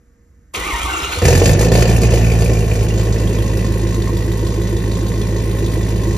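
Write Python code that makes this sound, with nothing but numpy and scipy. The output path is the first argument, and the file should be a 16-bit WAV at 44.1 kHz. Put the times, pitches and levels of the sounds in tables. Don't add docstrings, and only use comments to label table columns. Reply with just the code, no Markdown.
import sys
import numpy as np
from scipy import signal
from scipy.fft import rfft, irfft, next_fast_len
from scipy.io import wavfile
from scipy.ndimage import uniform_filter1d

SR = 44100
rng = np.random.default_rng(int(sys.argv[2]) if len(sys.argv) > 2 else 0)


def invert_db(x):
    u = np.asarray(x, float) / 20
    return 10 ** u


def int16_out(signal):
    q = np.round(np.clip(np.atleast_2d(signal).T, -1, 1) * 32767)
    wavfile.write(sys.argv[1], SR, q.astype(np.int16))


N = 272097


def unit(x):
    return x / np.sqrt(np.mean(x ** 2) + 1e-20)


def along(points, hz):
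    f, v = np.transpose(points)
    return np.interp(np.log(hz + 1), np.log(f + 1), v)


def curves(rows):
    s, *cols = np.transpose(rows)
    return [np.interp(np.arange(N) / SR, s, c) for c in cols]


def filtered(x, response):
    m = next_fast_len(N + SR // 4, real=True)
    return irfft(rfft(x, m) * response(np.fft.rfftfreq(m, 1 / SR)), m)[..., :N]


def coloured(x, spectrum):
    return unit(filtered(x, lambda hz: invert_db(along(spectrum, hz))))


def ringing(x, modes):
    top_hz = 2 * max(c for c, w, db in modes)

    def body(f):
        return sum(invert_db(db) * 1j * f * w / (c * c - f * f + 1j * f * w) for c, w, db in modes)

    return unit(filtered(x, lambda f: body(f) / (1 + 1.4j * f / top_hz - (f / top_hz) ** 2)))


def steady(x, span_s):
    return x / np.sqrt(np.abs(uniform_filter1d(x ** 2, int(span_s * SR))) + 1e-4)


def smooth(x, samples):
    return uniform_filter1d(uniform_filter1d(x, samples), samples)


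def between(t0, t1, fade_s):
    t = np.arange(N) / SR
    return (t > t0) * invert_db(-60 * np.clip(t - t1, 0, None) / fade_s)


def hits(at, db):
    return np.bincount(np.clip(at, 0, N - 1).astype(int), invert_db(db), N)


def strikes(rows, t60, rise_s):
    t = np.arange(SR // 5) / SR
    marks = np.bincount([round(s * SR) for s, db in rows], [invert_db(db) for s, db in rows], N)
    return signal.fftconvolve(marks, invert_db(-60 * t / t60) * (1 - np.exp(-t / rise_s)))[:N]


# time in seconds, firings per second.
FIRING = [(1.2, 23), (1.3, 42.5), (1.37, 43.5), (1.43, 47), (1.445, 56), (1.52, 55), (1.535, 48.5),
          (1.58, 49), (1.6, 54), (1.7, 55.57), (1.8, 58.17), (1.95, 56.64), (2.3, 56.5), (2.5, 55.34),
          (2.75, 53.55), (3.0, 54.25), (3.3, 53.62), (6.17, 53.55)]
# time in seconds, share 0-1.
COLD = [(1.2, .96), (1.9, .8), (2.5, .9), (3.2, .15), (4, 0), (6.2, .08)]
# pulse, block ring, knock, tick and hiss, all in dB.
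CYLINDERS = [(-1.7, -5, -1.7, -9.5, -4.2), (-2.2, -.5, -2.6, -10.4, -1.4), (-5.0, 0.0, 0.0, -6.3, -1.1),
             (-1.6, -7.5, -1.0, -9.8, -4.1), (-2.4, -4.1, -0.4, -9.3, -3.0),
             (-1.5, -4.7, -2.2, -10.5, -4.8), (0.0, -1.9, -0.7, 0.0, 0.0), (-3.8, -6.2, -1.2, -8.1, -2.6)]


def turn_crank():
    running = np.arange(N) / SR >= FIRING[0][0]
    fired = np.cumsum(curves(FIRING)[0] * running) / SR
    number = np.arange(int(fired[-1]) + 1)
    luck = rng.standard_normal((len(number), 16)).T
    cold = curves(COLD)[0]

    def moment(part):
        return np.interp(number + part, fired[running], np.arange(N)[running])

    def burst(part, db, t60, floor_db):
        t = np.arange(SR // 10) / SR
        shape = invert_db(-60 * t / t60) * (1 - np.exp(-t / .003))
        envelope = signal.fftconvolve(hits(moment(part), db), shape)[:N] + invert_db(floor_db)
        return envelope * rng.standard_normal(N)

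    chill = cold[moment(0).astype(int)]
    habits = np.array(CYLINDERS)[number % 8].T
    return dict(fired=fired, number=number, luck=luck, cold=cold, chill=chill, habits=habits,
                moment=moment, burst=burst)


# time in seconds, share 0-1.
LOW_DOWN = [(2.55, 0.99), (2.95, 0.89), (3.6, 0.33), (6.2, 0.37)]


def crouch():
    return np.clip(curves(LOW_DOWN)[0], 0, 1)


# time in seconds, level in dB under the pipe.
WHEEL_ARCH = [(2.9, -20), (3.4, -4), (3.75, -8), (4.2, -11.5), (6.2, -12)]


def arch_db():
    return curves(WHEEL_ARCH)[0]


# frequency in Hz, level in dB.
PULSE = [(30, -44), (42, 16), (52, 11), (80, 21.5), (110, 9.5), (128, 14), (160, -34), (2000, -120)]


def exhaust_pulses(crank):
    chill, luck, pulse = crank["chill"], crank["luck"], crank["habits"][0]
    opening = crank["moment"](.1 + .015 * chill * luck[0])
    db = (1 - .6 * chill) * pulse + (.6 + .5 * chill) * luck[1]
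    dips = -coloured(hits(opening, db), PULSE)
    return dips + 0.5 * crouch() * filtered(dips, lambda hz: 1 / (1 + (85 / (hz + 1)) ** 8))


# far bank 0 or 1, then the blow on each of the four pipe modes in dB.
BLOWDOWN = [(1, -4, -12, -17, -2), (1, -9, -8, -22, -5), (0, -13, 0, -15, -8), (1, -9, -12, -22, -12),
            (0, -4, -13, 0, 0), (1, -4, -13, -24, -9), (0, 0, -11, -18, -3), (0, -6, -11, -13, -14)]
# frequency in Hz, width in Hz, level in dB.
PIPE = [(175, 15, -.5), (265, 50, -7), (340, 12, -1), (410, 45, -4)]
# frequency in Hz, density in dB per Hz.
ROAR = [(30, -74), (75, -5.5), (128, -11.5), (140, -3.5), (173, -9.5), (199, -9), (273, -13.5),
        (461, -10.5), (900, -30), (1170, -30), (1980, -120)]


def tailpipe(crank):
    fired, cold, chill, luck = crank["fired"], crank["cold"], crank["chill"], crank["luck"]
    far, *blows = np.array(BLOWDOWN)[crank["number"] % 8].T
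    arrive = crank["moment"](.3) + SR * (.0034 * far + (.0001 + .0005 * chill ** 2) * luck[2])
    rings = []
    for k, ((hz, width, db), blow) in enumerate(zip(PIPE, blows)):
        blow_db = (1 - .7 * chill) * blow + (.6 + .3 * k + 2 * chill) * luck[12 + k]
        mode = ringing(hits(arrive, blow_db), [(hz, width, 0)])
        rings.append(invert_db(db) * ringing(mode, [(hz, 160, 0)]))
    lowest, *upper = filtered(
        np.array(rings), lambda hz: 1 / (1 + (120 / (hz + 1)) ** 6) / (1 + (hz / 650) ** 6))
    roar = coloured(crank["burst"](0.35, (3 + 4 * chill) * luck[6], t60=0.067, floor_db=5.5), ROAR)
    rasp = np.clip(.045 + .95 * cold, 0, 1)
    pipe = (.75 - .5 * cold) * lowest
    pipe = pipe + np.sqrt(1 - rasp) * (1 - .6 * crouch()) * sum(upper)
    pipe = pipe + invert_db(4.5) * np.sqrt(rasp) * roar
    pipe = pipe + invert_db(arch_db()) * ringing(roar, [(230, 110, -9.5), (538, 270, -8)])
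    cycle = (fired / 8 + .28) % 1
    sag = np.sin(np.pi * cycle) * np.sin(2 * np.pi * np.cumsum(205 - 50 * cycle) / SR)
    pipe = pipe + invert_db(arch_db() + 8) * (1 - cold) * sag
    return pipe + invert_db(6) * cold * np.sin(2 * np.pi * (3 * fired - .27))


# frequency in Hz, density in dB per Hz.
KNOCK_COLD = [(410, 7), (700, 9), (1110, -12.5), (1220, -15), (1370, 0), (1590, -4.5), (1760, 5.5),
              (2080, -6), (2420, 3), (3100, -4.5), (4030, -69), (6820, -120)]
# frequency in Hz, density in dB per Hz.
KNOCK_WARM = [(410, -32), (700, -81), (808, -4), (1040, 3.5), (1080, 4), (1230, -40), (1460, -9.5),
              (1680, -11), (1850, -71), (1960, 1.5), (2160, -37), (2420, -21.5), (3100, -8), (4030, -48),
              (6820, -120)]


def block_knock(crank):
    share, luck, burst = crouch(), crank["luck"], crank["burst"]
    _, block, knock, _, _ = crank["habits"]
    blows = burst(.4, knock + (2.3 + .2 * crank["chill"]) * luck[7], t60=.036, floor_db=-16)
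    knocks = np.sqrt(share) * coloured(blows, KNOCK_COLD) + np.sqrt(1 - share) * coloured(blows, KNOCK_WARM)
    jolts = burst(.35, 1.3 * block + 2 * luck[8], t60=.012, floor_db=-45)
    ring = ringing(jolts, [(1040, 130, 0), (1880, 170, -3)])
    sump = ringing(blows, [(1910, 150, 0), (2420, 160, -4)])
    knocks = knocks + (1 - share) * (ring + invert_db(-5) * sump)
    return knocks + invert_db(arch_db() - 2.5) * ringing(blows, [(2620, 240, 0)])


# frequency in Hz, density in dB per Hz.
HISS = [(2800, -9.5), (3100, 0), (4500, 1), (6900, 8), (7800, 10), (8600, 10), (9500, 4), (10200, -6),
        (10800, -13), (11800, 0), (13200, -7.5), (14800, -20), (16000, -90)]
# frequency in Hz, width in Hz, level in dB.
COVERS_COLD = [(3540, 78, -0.38), (4700, 570, -0.011), (6380, 33, 0.89), (7120, 650, 0.55)]
# frequency in Hz, width in Hz, level in dB.
COVERS_WARM = [(3580, 110, 0.0044), (4210, 1040, 0.0071)]


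def valve_clatter(crank):
    share, luck, burst = crouch(), crank["luck"], crank["burst"]
    _, _, _, tick, hiss = crank["habits"]
    valves = burst(.45, 1.3 * hiss + 2.8 * luck[9], t60=.06, floor_db=-17)
    covers = np.sqrt(share) * ringing(valves, COVERS_COLD) + np.sqrt(1 - share) * ringing(valves, COVERS_WARM)
    air = burst(.45, 1.5 * hiss + 4 * luck[11], t60=.06, floor_db=-9)

    def below_8k(hz):
        return 1 / (1 + (hz / 8000) ** 16)

    clatter = filtered(coloured(valves, HISS) + invert_db(-12.5) * covers, below_8k)
    clatter = clatter + filtered(coloured(air, HISS), lambda hz: 1 - below_8k(hz))
    ticks = burst(.52, 1.7 * tick + luck[10], t60=.022, floor_db=-54)
    ticks = ringing(ticks, [(3710, 500, 0), (4450, 400, -9)])
    clatter = filtered(clatter, lambda hz: 1 - 0.39 / (1 + ((hz - 3250) / 200) ** 2))
    return clatter + invert_db(-13.5) * (1 - share) * ticks


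# time in seconds, level in dB over idle.
FUEL = [(1.22, 15.5), (1.8, 12), (1.95, 9), (2.65, 4), (4.1, 1.5), (6.17, 2)]
# time in seconds, distance in metres.
DISTANCE = [(1.22, 0.43), (2.2, 0.4), (2.6, 0.86), (3.2, 1.11), (4.4, 2), (5.1, 2.4), (6.17, 1.54)]
# relight time in seconds, depth in dB, fading time in seconds.
MISFIRES = [(1.236, 16, 0.056), (1.315, 2, 0.068), (1.435, 5, 0.11), (1.589, 14, 0.085),
            (1.716, 25.5, 0.054), (1.87, 24, 0.043), (2.008, 14, 0.02), (2.1, 5, 0.031), (2.24, 4, 0.041),
            (2.88, 17, 0.013)]
# idle level in dB at 1 m, then the share (0-1) of the extra fuel, of a misfire and of the distance law.
LAYERS = [
    (-14.5, 0.028, 0.35, 0.44),
    (-22.5, 0.46, 0.036, 0.16),
    (-35.5, 0.75, 0.37, 0.31),
    (-39, 1, 0.75, 0.11),
]
RELIGHT_S = 0.0084


def burn():
    t = np.arange(N) / SR
    lost_db = 0
    for s, db, fade_s in MISFIRES:
        lost_db = lost_db + db * np.interp(t, [s - fade_s, s - RELIGHT_S / 2, s + RELIGHT_S / 2], [0, 1, 0])
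    fuel_db = curves(FUEL)[0]
    away_db = 20 * np.log10(curves(DISTANCE)[0])
    return [db + fuel * fuel_db - miss * lost_db - away * away_db for db, fuel, miss, away in LAYERS]


def engine():
    crank = turn_crank()
    layers = [steady(exhaust_pulses(crank), 0.13), steady(tailpipe(crank), 0.56),
              steady(block_knock(crank), 0.24), invert_db(1.5) * steady(valve_clatter(crank), 0.6)]
    return between(1.219, 9, 1) * sum(invert_db(db) * layer for db, layer in zip(burn(), layers))


# time in seconds, crack in dB, boom in dB.
BANGS = [(1.2224, -7.5, -5), (1.2531, -0.5, -9), (1.285, -3, -7.5), (1.328, -7, -9), (1.3513, -6, -17),
         (1.417, -12, -2), (1.4565, 0.5, -10), (1.493, -5, -3.5), (1.609, -29, -5.5), (1.6274, -14, -10),
         (1.656, -17, -15), (1.7178, -5.5, -5.5), (1.785, -11, -5.5), (1.7524, -2.5, -10.5),
         (1.822, -1.5, -7), (1.854, -5.5, -11), (1.895, -23, -34), (2.032, -6, -18), (2.1363, -5.5, -10),
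         (2.319, -11, -17), (2.421, -8, -13), (2.458, -22, -22), (2.712, -18, -16), (3.01, -14.5, -26.5)]


def bangs():
    noise = rng.standard_normal((2, N))
    cracks = [(s, crack_db - 4.5) for s, crack_db, boom_db in BANGS]
    booms = [(s, boom_db) for s, crack_db, boom_db in BANGS]
    bright = invert_db(-6) * coloured(noise[0], KNOCK_COLD) + invert_db(-10.5) * ringing(noise[0], COVERS_COLD)
    crack = strikes(cracks, t60=0.049, rise_s=0.00055) * bright
    thump = ringing(strikes(booms, t60=0.002, rise_s=0.00016), [(485, 140, 22), (660, 170, -28)])
    boom = invert_db(-7.5) * strikes(booms, t60=0.12, rise_s=0.0007)
    boom = boom * ringing(noise[1], [(484.5, 21, 20), (610, 35, -23)])
    return crack + invert_db(-33.5) * thump + invert_db(-1) * boom


def pings(rows, t60, spread):
    out, t = np.zeros(N + SR), np.arange(SR // 12) / SR
    detune = rng.standard_normal((len(rows), 3))
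    for (s, db, hz), d in zip(rows, detune):
        ring = np.sin(2 * np.pi * hz * np.outer(1 + spread * d, t)).sum(axis=0)
        out[round(s * SR):][:len(t)] += invert_db(db - 60 * t / t60) * (1 - np.exp(-t / 0.00092)) * ring
    return out[:N]


# time in seconds, peak in dB, frequency in Hz.
RATTLES = [(1.8908, -18, 2380), (1.9252, -24, 2538), (1.9437, -35, 2450), (1.9621, -17, 2620),
           (2.0155, -25, 2350), (2.0494, -18, 2440), (2.1193, -20, 2600), (2.1417, -20, 2350),
           (2.1722, -22, 2400), (2.226, -26, 2520), (2.243, -19, 2480), (2.2689, -18, 2400),
           (2.3009, -15.5, 2470), (2.3158, -14, 2400), (2.3867, -25, 2480), (2.4046, -32, 2360),
           (2.46, -16, 2530), (2.5159, -30, 2420), (2.5513, -24, 2380), (2.5703, -22, 2430),
           (2.6062, -25, 2730), (2.6426, -25, 2570), (2.7144, -15, 2470), (2.7533, -24, 2420),
           (2.7898, -40.5, 2360), (2.8117, -34, 2530), (2.8232, -27, 2270), (2.8835, -30, 2410),
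           (2.9065, -25, 2780), (2.9773, -37, 2370), (3.0118, -32, 2300), (3.0502, -41, 2210),
           (3.1031, -33, 2760), (3.121, -33, 2200), (4.090, -21.5, 1000), (4.987, -27, 990)]
# time in seconds, peak in dB, frequency in Hz.
TICKS = [(3.1248, -29, 6030), (3.1826, -24, 5370), (3.2739, -19, 3240), (3.3852, -21, 3300),
         (3.478, -27, 6330), (3.5713, -22, 5450), (3.6665, -26, 4710), (3.7209, -33, 6250),
         (3.7808, -33, 5600), (3.7957, -31, 4220), (3.8721, -25, 5660), (3.9309, -29, 4630),
         (4.0202, -19.5, 3900), (4.1684, -21, 3600), (4.2268, -28.5, 3360), (4.2442, -31, 5030),
         (4.3191, -24, 3540), (4.3739, -36, 6300), (4.4692, -21.5, 3560), (4.5236, -22.5, 5950),
         (4.6194, -26, 3880), (4.768, -25, 3610), (4.803, -23, 4220), (4.9152, -17.5, 4090),
         (5.0664, -24, 3600), (5.1397, -34, 4000), (5.217, -22, 3700), (5.2699, -27, 5870),
         (5.3642, -25, 3940), (5.4375, -25, 6380), (5.5133, -24, 3900), (5.5867, -21, 3770),
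         (5.6645, -24.5, 3630), (5.7184, -31, 3510), (5.8112, -27, 3680), (5.887, -29, 6320),
         (5.9613, -28, 4200), (6.111, -30, 4100)]


def rattles():
    shield = invert_db(-6) * pings(RATTLES, t60=0.037, spread=0.031)
    return shield + invert_db(-8.5) * pings(TICKS, t60=0.028, spread=.08)


# time in seconds, tooth rate in Hz.
TEETH = [(.545, 970), (.62, 1003), (.69, 1224), (.745, 940), (.82, 1322), (.885, 1063), (.905, 1388),
         (.93, 1413), (1.0, 1380), (1.04, 1440), (1.21, 1516)]
ENGAGE_S, SPIN_UP_S, FREED_S = .545, .07, .93
SWEET_HZ, SWEET_WIDTH_HZ, SWEET_DB = 1405, 45, 8
TOOTH_DB, STRAIN_DB, FREED_DB_PER_S = -32.5, 4, 150
OVERTONE_DB, OVERTONE_DB_PER_S = -29, 24


def pinion():
    t = np.arange(N) / SR
    hz, = curves(TEETH)
    strain = uniform_filter1d(1.0 * (np.gradient(hz) < 0), int(0.053 * SR))
    voice_db = STRAIN_DB * strain - 20 * np.clip(1 - (t - ENGAGE_S) / SPIN_UP_S, 0, 1)
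    sweet_db = SWEET_DB / (1 + ((hz - SWEET_HZ) / SWEET_WIDTH_HZ) ** 2)
    tooth_db = TOOTH_DB + voice_db + sweet_db - FREED_DB_PER_S * np.clip(t - FREED_S, 0, None)
    overtone_db = OVERTONE_DB - 1.5 + voice_db - OVERTONE_DB_PER_S * (t - ENGAGE_S)
    return hz, tooth_db, overtone_db


# time in seconds, peak in dB,
# frequency in Hz.
PUFFS = [(0.571, -32, 75.6), (0.601, -28.5, 57), (0.659, -31, 54), (0.728, -22.5, 54), (0.799, -30, 53.4),
         (0.837, -23.5, 64.5), (0.873, -26, 65), (0.921, -32, 74), (0.959, -35, 62), (1.025, -28, 64.6),
         (1.08, -30, 70.6), (1.129, -32, 54.5), (1.171, -22.5, 82), (1.23, -19, 106), (1.263, -18, 102)]


def air_puffs():
    puffs, t = np.zeros(N + SR), np.arange(SR // 4) / SR
    for s, db, hz in PUFFS:
        swell = invert_db(db + 16 - 60 * t / 0.13) * (1 - np.exp(-t / 0.013))
        puffs[round(s * SR):][:len(t)] += swell * np.sin(2 * np.pi * hz * t)
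    return puffs[:N]


# frequency in Hz, density in dB per Hz.
GRIND = [(76, -40), (130, -5), (192, -5), (220, -14), (297, -0.5), (384, -4.5), (584, -10), (755, -5.5),
         (830, -4), (1370, -3), (1520, -9), (1720, -15), (2260, -6), (3300, -10), (4290, -13.5),
         (7260, -120)]
# frequency in Hz, width in Hz, level in dB.
HOUSING = [(1300, 25, -22), (1480, 31, 9.5), (1920, 37, -12), (2380, 13, 14), (2200, 100, 3),
           (2840, 78.6, 7.5)]
# time in seconds, peak in dB.
CLACKS = [
    (0.5436, -16),
    (1.0294, -19.5),
    (1.1184, -16),
]
GRIND_DB, BRUSH_DB = -26, -33


def starter():
    tooth_hz, tooth_db, overtone_db = pinion()
    flutter = unit(smooth(rng.standard_normal((8, N)), 240))
    turn = 2 * np.pi * np.cumsum(tooth_hz * (1 + .006 * flutter[0])) / SR
    partials = [(1, tooth_db + 1), (1.94, overtone_db + 2.5), (3, overtone_db - 14),
                (.78, tooth_db - 15), (1.14, overtone_db - 13), (2.3, overtone_db - 5)]
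    whine = 0
    for k, (multiple, db) in enumerate(partials):
        whine = whine + invert_db(db) * (1 + .5 * flutter[k + 1]) * np.sin(multiple * turn)
    grit = rng.standard_normal((4, N))
    grind = invert_db(-2.5) * coloured(grit[0], GRIND) + invert_db(-10) * ringing(grit[1], HOUSING)
    sparking = invert_db(1.4 * unit(uniform_filter1d(grit[0], 40)))
    brushes = coloured(grit[2] * sparking, HISS)
    gear = whine + invert_db(GRIND_DB + 1.8 * flutter[0]) * grind
    gear = gear + invert_db(BRUSH_DB + 2 + 2 * flutter[5]) * brushes
    steel = ringing(grit[3], [(2520, 590, 8), (3060, 500, -3), (3700, 130, -2), (6900, 900, -18)])
    clack = invert_db(-1.5) * strikes(CLACKS, t60=0.11, rise_s=0.0032) * steel
    fade_in = np.clip((np.arange(N) / SR - .53) / 0.012, 0, 1) ** 3
    return between(.53, 1.21, 0.6) * fade_in * gear + clack + air_puffs()


# time in seconds, peak in dB, frequency in Hz, length in seconds.
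SQUEALS = [(0.63, -26, 1970, 0.04), (0.683, -24, 2340, 0.053), (0.673, -36, 2600, 0.027),
           (0.747, -21.5, 940, 0.019), (0.768, -30, 2830, 0.039), (0.816, -24, 1330, 0.034),
           (.83, -29.5, 3200, 0.032), (0.914, -31, 762, 0.083), (0.935, -25, 2800, 0.029),
           (0.896, -34, 2170, .12), (0.88, -32, 926, 0.14), (1.044, -24.5, 1329, .03),
           (1.049, -27, 2825, 0.046), (1.088, -23, 1396, 0.026), (1.125, -20, 1450, 0.02),
           (1.2, -35, 3500, 0.028), (0.69, -35.5, 4800, .03), (.93, -28.5, 7500, 0.037),
           (.97, -26, 6650, 0.024), (1.049, -31, 6600, 0.038), (1.7, -33, 4150, 0.019),
           (1.124, -28, 6900, 0.036), (1.12, -37, 5000, .03), (0.72, -30, 2150, .06),
           (0.774, -31.5, 1880, 0.084), (.765, -30, 970, .05), (.69, -25, 1225, .04), (1, -35, 2250, 0.11),
           (.92, -26, 1405, 0.044), (.975, -31, 1390, .06), (.955, -27, 1200, 0.034),
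           (0.9, -26, 1530, 0.034), (1.007, -36, 3850, .015), (1.02, -32, 5300, 0.016),
           (1.15, -32, 4220, .015), (.67, -30, 330, 0.03), (.58, -30, 440, .04), (0.62, -32, 510, 0.024),
           (0.95, -35, 335, 0.072), (1.046, -31.5, 400, 0.044), (1.177, -26, 490, 0.026)]


def squeals():
    t = np.arange(N) / SR
    rough = 1 + 0.74 * unit(uniform_filter1d(rng.standard_normal(N), 200))
    tones = 0
    for s, db, hz, length in SQUEALS:
        tones = tones + invert_db(db) * np.exp(-(2 * (t - s) / length) ** 2) * np.sin(2 * np.pi * hz * t)
    return rough * tones


# time in seconds, frequency in Hz, level in dB.
OVERRUN = [(.9, 3600, -52), (1, 3900, -36), (1.03, 3950, -30), (1.08, 4000, -32), (1.15, 4230, -28),
           (1.19, 4480, -30), (1.3, 4750, -30), (1.45, 4800, -52)]


def overrun():
    hz, db = curves(OVERRUN)
    grain = unit(smooth(rng.standard_normal(N), 90))
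    return between(1.0, 1.2, .05) * invert_db(db - 3.5) * grain * np.sin(2 * np.pi * np.cumsum(hz) / SR)


# frequency in Hz, density in dB per Hz.
QUIET = [(18, -28), (30, -7), (59, 1), (159, -18), (262, -13.5), (433, -32), (474, -24), (532, -31),
         (801, -40), (1740, -33), (3370, -52.5), (6540, -42), (7000, -37), (9100, -48), (12500, -54),
         (13500, -45), (15400, -120)]
QUIET_DB = -49.5
# frequency in Hz, level in dB.
PUMP = [(473.7, -69)]


def quiet():
    (hz, db), = PUMP
    pump = invert_db(db + 5) * between(0, 0.43, .3) * np.sin(2 * np.pi * hz * np.arange(N) / SR)
    return invert_db(QUIET_DB) * coloured(rng.standard_normal(N), QUIET) + pump


# frequency in Hz, t60 in seconds.
SHED = [(100, 0.18), (1000, 0.51), (8000, 0.18)]


def shed(x):
    hz, t, z = signal.stft(rng.standard_normal((2, SR // 2)), SR, nperseg=256)
    tail = signal.istft(z * invert_db(-60 * t / along(SHED, hz)[:, None]), SR, nperseg=256)[1]
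    return signal.fftconvolve(x[None], tail / np.linalg.norm(tail[0]), axes=1)[:, :N]


# frequency in Hz, likeness -1 to 1.
ALIKE = [(60, .999), (125, .985), (250, .93), (500, .92), (1000, .8), (1900, .92), (2600, .7), (4000, .62),
         (8000, .85), (12000, .95)]
# frequency in Hz, extra left lead in radians.
BLOCK_LEAD = [(1000, 0), (1250, -.4), (1600, .45), (1850, -1), (2100, -.9), (2500, 0)]
# frequency in Hz, extra left lead in radians.
STARTER_LEAD = [(850, 0), (1600, -3.1), (1750, -.9), (2300, -.8), (2700, 0), (4000, -.6), (5200, 0)]


def scene():
    running = engine() + bangs() + rattles() + quiet()
    cranking = starter() + squeals() + overrun()
    common, other = shed(running + cranking)

    def turn(hz):
        return np.arccos(np.clip(along(ALIKE, hz), -1, 1)) / 2

    def direct(x, lead):
        return filtered(x, lambda hz: np.cos(turn(hz)) * np.exp(np.outer([.5j, -.5j], along(lead, hz))))

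    walls = invert_db(-11) * filtered(common, lambda hz: np.cos(turn(hz)) / (1 + (250 / (hz + 1)) ** 4))
    wide = filtered(other, lambda hz: np.sin(turn(hz)))
    return direct(running, BLOCK_LEAD) + direct(cranking, STARTER_LEAD) + np.array([walls + wide, walls - wide])


def dropped(x, kept):
    hz, t, z = signal.stft(x, SR, nperseg=2048)
    band = np.arange(len(hz)) // 16
    level = np.log(np.sum(np.abs(z[hz > 3000]) ** 2, axis=0) + 1e-12)
    jump = level - uniform_filter1d(level, size=8)
    jump = unit(jump * (level > -9) * (np.abs(jump) < 1.2) * (t > .7))
    luck = unit(uniform_filter1d(rng.standard_normal((band[-1] + 1, len(t))), size=2, axis=1))
    chance = 1 / (1 + np.exp(-1.7 * unit(luck - .9 * jump)))
    stays = chance <= along(kept, hz[::16] + 8 * hz[1])[:, None]
    return signal.istft(z * stays[band], SR, nperseg=2048)[1][:N]


def low_pass(x):
    return signal.sosfilt(signal.butter(12, 14970, fs=SR, output="sos"), x)


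# frequency in Hz, left minus right in dB.
BALANCE_DB = [(80, -2.3), (160, -1.7), (300, 0), (600, -2), (1200, -1.1), (2500, .8), (5000, 1.9),
              (9000, 0)]
# frequency in Hz, left lead in radians.
LEAD = [(600, 0), (2500, 1.4), (4500, 1.2), (8100, -np.pi), (9500, -4), (10400, -2 * np.pi),
        (13200, -2 * np.pi), (14000, -9)]
# frequency in Hz, share of the time kept.
KEPT_MID = [(7500, 1), (7700, .02), (8700, .04), (9100, .88), (10200, .62), (10800, .22), (11200, 1),
            (12900, .97), (13500, .4), (13900, .04), (14900, 0)]
# frequency in Hz, share of the time kept.
KEPT_SIDE = [(10100, 1), (10500, 0), (12700, 0), (13600, .14), (14800, .16), (15300, 0)]


def record(dry):
    half = np.array([[.5], [-.5]])
    ports = filtered(dry, lambda hz: invert_db(half * along(BALANCE_DB, hz)) * np.exp(1j * half * along(LEAD, hz)))
    left, right = ports / (1 + np.abs(ports / .97) ** 6) ** (1 / 6)
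    mid = dropped((left + right) / 2, KEPT_MID)
    side = dropped((left - right) / 2, KEPT_SIDE)
    return low_pass(np.array([mid + side, mid - side]))


dry = scene()
out = record(dry)
int16_out(out)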